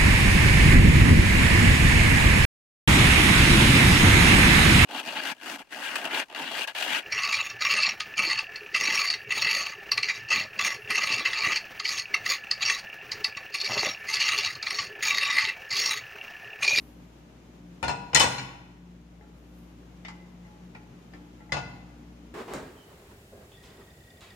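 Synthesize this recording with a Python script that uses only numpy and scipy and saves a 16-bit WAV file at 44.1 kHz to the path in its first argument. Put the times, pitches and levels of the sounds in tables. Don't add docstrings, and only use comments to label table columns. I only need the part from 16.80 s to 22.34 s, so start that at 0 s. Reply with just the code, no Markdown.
import sys
import numpy as np
from scipy import signal
from scipy.fft import rfft, irfft
from scipy.io import wavfile
from scipy.ndimage import uniform_filter1d, minimum_filter1d

SR = 44100
rng = np.random.default_rng(int(sys.argv[2]) if len(sys.argv) > 2 else 0)


def put_to_file(sound):
    columns = np.atleast_2d(sound).T
    safe = np.clip(columns, -1, 1)
    whole_steps = np.round(safe * 32767)
    wavfile.write(sys.argv[1], SR, whole_steps.astype(np.int16))


N = 244314
T = np.arange(SR) / SR


def amp(db):
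    return 10 ** (np.asarray(db) / 20)


def unit(x):
    return x / np.sqrt(np.mean(x ** 2) + 1e-20)


def read(points, hz):
    f, value = np.transpose(points)
    return np.interp(np.log(hz + 1), np.log(f), value)


def sides(db):
    return amp(np.array([[db], [-db]]) / 2)


def add(mix, s, sound):
    part = mix[:, round(s * SR):][:, :sound.shape[1]]
    part += sound[:, :part.shape[1]]


def decay(t60):
    return np.exp(-np.log(1000) * T / t60)


def drift(rate_hz):
    hz = np.fft.rfftfreq(N, 1 / SR)
    return unit(irfft(rfft(rng.standard_normal(N)) * np.exp(-hz / rate_hz), N))


# frequency in Hz, left-right correlation from 0 to 1.
SIDE_LIKENESS = [(30, 0.87), (150, 0.91), (300, .93), (600, 0.28), (1200, 0.017), (5000, 0.045),
                 (15000, 0.1)]


def noise(colour, size):
    hz = np.fft.rfftfreq(size, 1 / SR)
    a, b = rfft(rng.standard_normal((2, size)))
    same = np.clip(read(SIDE_LIKENESS, hz), -1, 1)
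    right = same * a + np.sqrt(1 - same ** 2) * b
    return unit(irfft(np.array([a, right]) * amp(read(colour, hz)), size))


def fade(x, t60):
    hz, t, z = signal.stft(x, SR, nperseg=256)
    z = z * np.exp(-np.log(1000) * t / read(t60, hz)[:, None])
    return signal.istft(z, SR, nperseg=256)[1][:, :SR]


def tilt(hz, hardness, edge_hz):
    slope_db = hardness * np.log2(np.clip(hz, 400, 7000) / 2000)
    return slope_db - 10 * np.log10(1 + (hz / edge_hz) ** 6)


def partial(hz, t60, spacing_hz=900):
    start, lag = rng.random(), rng.uniform(-1, 1)
    phase = 2 * np.pi * start + np.array([[0], [lag * min(hz / spacing_hz, 2)]])
    onset = 1 - np.exp(-hz * T)
    return onset * decay(t60) * np.sin(2 * np.pi * hz * T + phase)


def ring(modes, hardness, edge_hz, split=0.0086, twin=1.0, twin_life=.3):
    out = np.zeros((2, SR))
    for hz, db, t60 in modes:
        twin_hz = hz * (1 + split * rng.uniform(-1, 1))
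        pair = partial(hz, t60) + twin * partial(twin_hz, t60 * twin_life)
        out += amp(db + tilt(hz, hardness, edge_hz)) * pair
    strength = np.linalg.norm(amp([mode[1] for mode in modes]))
    return out / strength / np.hypot(1, twin)


# frequency in Hz, rms ripple in dB.
MODE_RIPPLE = [(300, -0.5), (1000, 4.5), (6000, 4.5), (8000, 5.5), (15000, 7.5)]
# frequency in Hz, t60 in seconds.
CLATTER_DECAY = [(100, 0.18), (800, 0.24), (3000, 0.19), (7000, 0.15), (14000, 0.05)]


def clatter(colour, modes, hardness, edge_hz, width_hz=70, valley=.35, crack=0.26, crack_s=0.0044):
    hz = np.arange(20, 16000, 20)
    peaks = sum(1 / (1 + ((hz - mode[0]) / width_hz) ** 2) for mode in modes)
    body = 1 / (1 + (hz / 1500) ** 2)
    db = read(colour, hz) + tilt(hz, hardness, edge_hz)
    db += 20 * np.log10(valley + np.minimum(peaks + body, 1))
    db += read(MODE_RIPPLE, hz) * unit(uniform_filter1d(rng.standard_normal(len(hz)), size=8))
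    rattle = fade(noise(np.column_stack([hz, db]), SR), CLATTER_DECAY)
    onset = 1 - np.exp(-T * edge_hz / 2)
    return rattle * onset * (1 + crack * np.exp(-T / crack_s))


# frequency in Hz, relative level in dB, unpressed t60 in seconds.
PAN_MODES = [(474, -7.5, 0.51), (565, -9.5, 0.13), (803, -1.5, 0.79), (969, -5, 0.9), (976, -2.5, 0.56),
             (1443, -1, 0.42), (1488, -3.5, 0.4), (2054, -9, .36), (2548, -3, .5), (2664, -6.5, 0.45),
             (2956, -5.5, 0.18), (3610, -12, 0.3), (4170, -9, .6), (4724, -15, 0.22), (5100, -12.5, 0.12),
             (5526, -14, 0.42), (6350, -12, 0.33), (6843, -12.5, 0.13), (7237, -17.5, 0.15),
             (7650, -18.5, .25), (8416, -14, 0.18), (10590, -25.5, .16)]
# frequency in Hz, relative level in dB, unpressed t60 in seconds.
GRATE_MODES = [(750, -13, 0.2), (825, -9, 1.05), (854, -7.5, 0.28), (1089, -12, 0.2), (1380, -7.5, 0.3),
               (1892, -3, 0.21), (1960, -9.5, 0.42), (2408, -4.5, 0.12), (3020, -11, 0.27),
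               (3540, -7, 0.18), (4200, -15, 0.2), (5180, -6.5, 0.17), (5560, -10, 0.21),
               (6190, -11.5, 0.26), (6990, -7.5, 0.15), (8080, -12, 0.36), (8880, -15, .1)]
# frequency in Hz, relative level in dB, t60 in seconds.
STOVE_MODES = [(76, -1, 0.14), (109.5, -6.5, .22), (129.1, -5, 0.76), (143.2, -9.5, 0.38),
               (168, -8.5, 0.11), (273.5, -9, 0.7)]
# frequency in Hz, relative density in dB per Hz.
KNOCK_COLOUR = [(30, -36.5), (70, -0.5), (200, -3.5), (380, -5.5), (800, 4), (1200, -2), (1650, -3),
                (2600, -3.5), (3800, -5.5), (5400, -6.5), (6900, -7), (7500, -15), (9500, -12.5),
                (12500, -17), (15500, -18)]
# start in seconds, force in dB,
# hardness in dB per octave, treble edge in Hz, note in Hz, note level in dB relative to the force.
PAN_KNOCKS = [(1.028, -28.5, -1, 11000, 973, -3), (1.038, -31.5, -2.5, 8000, 1400, -8),
              (1.0814, -29, -1, 13000, 4205, -1), (1.094, -32.5, -3, 9000, 2670, -6.5),
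              (1.332, -31.5, -3, 7500, 694, -8), (1.3469, -17.5, 7, 13500, 7000, 0),
              (1.352, -20.5, 0, 11000, 2020, 10), (1.360, -16.5, 1, 12000, 1892, 4),
              (1.397, -17, 4, 15500, 2408, -4.5), (1.403, -17, 0.5, 15500, 3020, 6),
              (1.427, -21, 0, 11850, 5103, -12), (1.437, -24.5, -4.5, 10000, 774, -10),
              (1.582, -33, 1.5, 7000, 4170, 6), (4.7209, -28, -.5, 7200, 2030, 9),
              (4.748, -40, -4.5, 5000, 1448, 1.5), (4.767, -34.5, -1.5, 7000, 2548, -9)]
KNOCK_DB, BOOM_DB, PAN_DB, GRATE_DB = -30.5, -6, -3.5, -9
BOOM_LAG, PAN_DAMPING, GRATE_GROWTH = 0.62, 0.18, 0.45
CHOKE_PER_S = 2.5
NOTE_T60_S = 0.081


def knocks(clatter_db=0.5, boom_rise_s=0.0021, side_db=5.0, ring_side_db=5.0, note_side_db=6, boom_side_db=3.5):
    out, notes = np.zeros((2, 2, N))
    boom = sum(amp(db) * decay(t60) * np.sin(2 * np.pi * hz * T) for hz, db, t60 in STOVE_MODES)
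    boom = sides(boom_side_db) * boom * (1 - np.exp(-T / boom_rise_s))
    for s, db, hardness, edge_hz, note_hz, note_db in PAN_KNOCKS:
        extra_db = db - KNOCK_DB
        pressed_db = max(extra_db, 0)
        rattle = amp(clatter_db) * clatter(KNOCK_COLOUR, PAN_MODES + GRATE_MODES, hardness, edge_hz)
        rings = amp(PAN_DB - PAN_DAMPING * pressed_db) * ring(PAN_MODES, hardness, edge_hz)
        rings += amp(GRATE_DB + GRATE_GROWTH * extra_db) * ring(GRATE_MODES, hardness, edge_hz)
        rings *= amp(-CHOKE_PER_S * pressed_db * T)
        knock = sides(side_db) * rattle + sides(ring_side_db) * rings
        knock += amp(BOOM_DB - BOOM_LAG * extra_db) * boom
        add(notes, s, amp(db + note_db) * sides(note_side_db) * partial(note_hz, NOTE_T60_S))
        add(out, s, amp(db) * knock)
    return out, notes


# frequency in Hz, relative level in dB, t60 in seconds.
RESTING_MODES = [(844, -5, 0.88), (1108, -19, 0.15), (1365, -1.5, 0.5), (2074, -0.5, 0.14),
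                 (2030, -2.5, 0.6), (2900, -21.5, 0.15), (4580, -14.5, 0.14), (4980, -44, 0.18),
                 (5600, -13, 0.5), (6800, -17, .15)]
# frequency in Hz, relative density in dB per Hz.
TAP_COLOUR = [(100, -7), (500, -10.5), (900, -0.5), (1300, -8.5), (2000, 5.5), (3000, -2), (5000, -6.5),
              (6900, -10), (9000, -15.5), (11000, -32), (15500, -40)]
# start in seconds, force in dB, ping level in dB relative to the force.
SPATULA_TAPS = [(2.409, -53.5, -7.5), (3.2486, -39.5, 0), (3.2825, -41.5, -12), (3.648, -62.5, 7.5),
                (3.9486, -46, -8), (4.335, -47.5, -9), (4.6038, -51.5, -16.5), (4.6928, -52, 0)]
TAP_DB, TAP_HARDNESS, TAP_EDGE_HZ = -40.5, 0.86, 7000
TAP_HARDNESS_PER_DB, TAP_OCT_PER_DB = 0.97, -0.67
PING_HZ, PING_T60_S = 2020, 0.13


def taps(ring_db=-9, rise_s=0.00089, damp_s=0.078, side_db=3):
    out = np.zeros((2, N))
    for s, db, ping_db in SPATULA_TAPS:
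        hardness = TAP_HARDNESS + TAP_HARDNESS_PER_DB * (db - TAP_DB)
        edge_hz = TAP_EDGE_HZ * 2 ** (TAP_OCT_PER_DB * (db - TAP_DB))
        tap = clatter(TAP_COLOUR, RESTING_MODES, hardness, edge_hz, valley=0.58, crack=1.12)
        tap = tap * np.exp(-T / damp_s)
        tap = tap + amp(ring_db) * ring(RESTING_MODES, hardness, edge_hz)
        tap = tap + amp(ping_db) * partial(PING_HZ, PING_T60_S)
        add(out, s, amp(db) * sides(side_db) * tap * (1 - np.exp(-T / rise_s)))
    return out


# frequency in Hz, relative density in dB per Hz.
WIPE_HISS = [(6000, -34.5), (9000, -9), (11500, -5), (13000, -5), (15500, -8)]
# time of the fastest point in seconds, peak level in dB,
# time constant of swell and fade in seconds.
WIPE_STROKES = [(0.01, -62.5, .13), (2.59, -75, .04), (2.79, -68.5, 0.11)]


def wipes():
    t = np.arange(N) / SR
    strokes = sum(amp(db) * np.exp(-abs(t - s) / swell_s) for s, db, swell_s in WIPE_STROKES)
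    return noise(WIPE_HISS, N) * strokes


# frequency in Hz, relative level in dB.
TAIL_COLOUR = [(60, -2.5), (200, 4.5), (500, -2.5), (15000, -0.5)]
# frequency in Hz, t60 in seconds.
KITCHEN_DECAY = [(100, 1), (300, 0.77), (800, 0.94), (2500, 0.83), (5500, 0.64), (8000, 0.53),
                 (14000, 0.67)]
# left delay in seconds, right delay in seconds, level in dB.
NEAR_ECHOES = [(.0023, 0.0016, -12), (.0056, 0.0067, -14.5), (.0092, 0.0097, -9), (0.0135, .0141, -8.5),
               (0.0188, 0.022, -11.5)]


def kitchen(x, wet_db=-6, build_s=0.004, cross=0.38):
    tail = fade(noise(TAIL_COLOUR, SR), KITCHEN_DECAY) * (1 - np.exp(-T / build_s)) ** 2
    tail *= amp(wet_db) / np.linalg.norm(tail, axis=1, keepdims=True)
    for left_s, right_s, db in NEAR_ECHOES:
        tail[[0, 1], [round(left_s * SR), round(right_s * SR)]] += amp(db)
    crossed = (1 - cross) * x + cross * x[::-1]
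    return signal.fftconvolve(crossed, tail, axes=1)[:, :N]


# rms level in dB before the swell, waver from 0 to 1.
HUM_ORDERS = [(-54.5, .08), (-65.5, 0), (-53.5, .42), (-62, 0.7), (-61, 0.4), (-76, 0)]
HUM_HZ = 59.1
# time of one crest in s, period in s, depth in dB.
SLOW_SWELL, QUICK_SWELL = (2.4, 3.1, 2.6), (3.1, 1.114, 1.8)


def hum(waver_hz=4, side_db=1.65):
    t = np.arange(N) / SR
    out = np.zeros(N)
    for order, (db, waver) in enumerate(HUM_ORDERS, 1):
        crest_s, period_s, depth_db = SLOW_SWELL if order == 1 else QUICK_SWELL
        swell_db = depth_db * np.cos(2 * np.pi * (t - crest_s) / period_s)
        phase = 2 * np.pi * (order * HUM_HZ * t + rng.random())
        tone = (1 - waver + waver * drift(waver_hz)) * np.cos(phase)
        tone += waver * drift(waver_hz) * np.sin(phase)
        out += amp(db + swell_db) * unit(tone)
    return sides(side_db) * out


# frequency in Hz, relative density in dB per Hz.
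RUSH_COLOUR = [(25, -32), (42, -20.5), (56, -7.5), (88, -16.5), (125, 0), (200, -5.5), (310, -4.5),
               (430, -10.5), (800, -16), (1500, -22), (2900, -25), (4500, -31), (6800, -31.5),
               (8200, -39.5), (15500, -43)]
RUSH_DB = -53


def burner(flutter_db=0.53, flutter_hz=12, side_db=2.1):
    return sides(side_db) * noise(RUSH_COLOUR, N) * amp(RUSH_DB + flutter_db * drift(flutter_hz))


def scene(note_room_db=-6):
    metal, notes = knocks()
    hits = metal + taps()
    room = kitchen(hits + amp(note_room_db) * notes)
    return hits + notes + room + hum() + burner() + wipes()


LOUD_DB, RATIO, HOLD_S, RECOVER_DB_PER_S = -24, 1.296, 0.85, 4


def gain_control(x, sense_s=0.012):
    keep = np.exp(-1 / (sense_s * SR))
    power = signal.lfilter([1 - keep], [1, -keep], (x ** 2).mean(0))
    power_db = 10 * np.log10(power + 1e-12)
    wanted_db = -np.maximum(power_db - LOUD_DB, 0) * (1 - 1 / RATIO)
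    hold = round(HOLD_S * SR)
    held_db = minimum_filter1d(wanted_db, hold, origin=(hold - 1) // 2, mode="nearest")
    climb_db = RECOVER_DB_PER_S * np.arange(N) / SR
    return x * amp(np.minimum.accumulate(held_db - climb_db) + climb_db)


EDGE_HZ = 15550


def record(dry):
    thin = signal.sosfilt(signal.butter(4, 42, "highpass", fs=SR, output="sos"), dry)
    low_pass = signal.firwin(401, EDGE_HZ, window=("kaiser", 8), fs=SR)
    return signal.oaconvolve(gain_control(thin), low_pass[None], "same")


dry = scene()
out = record(dry)
put_to_file(out)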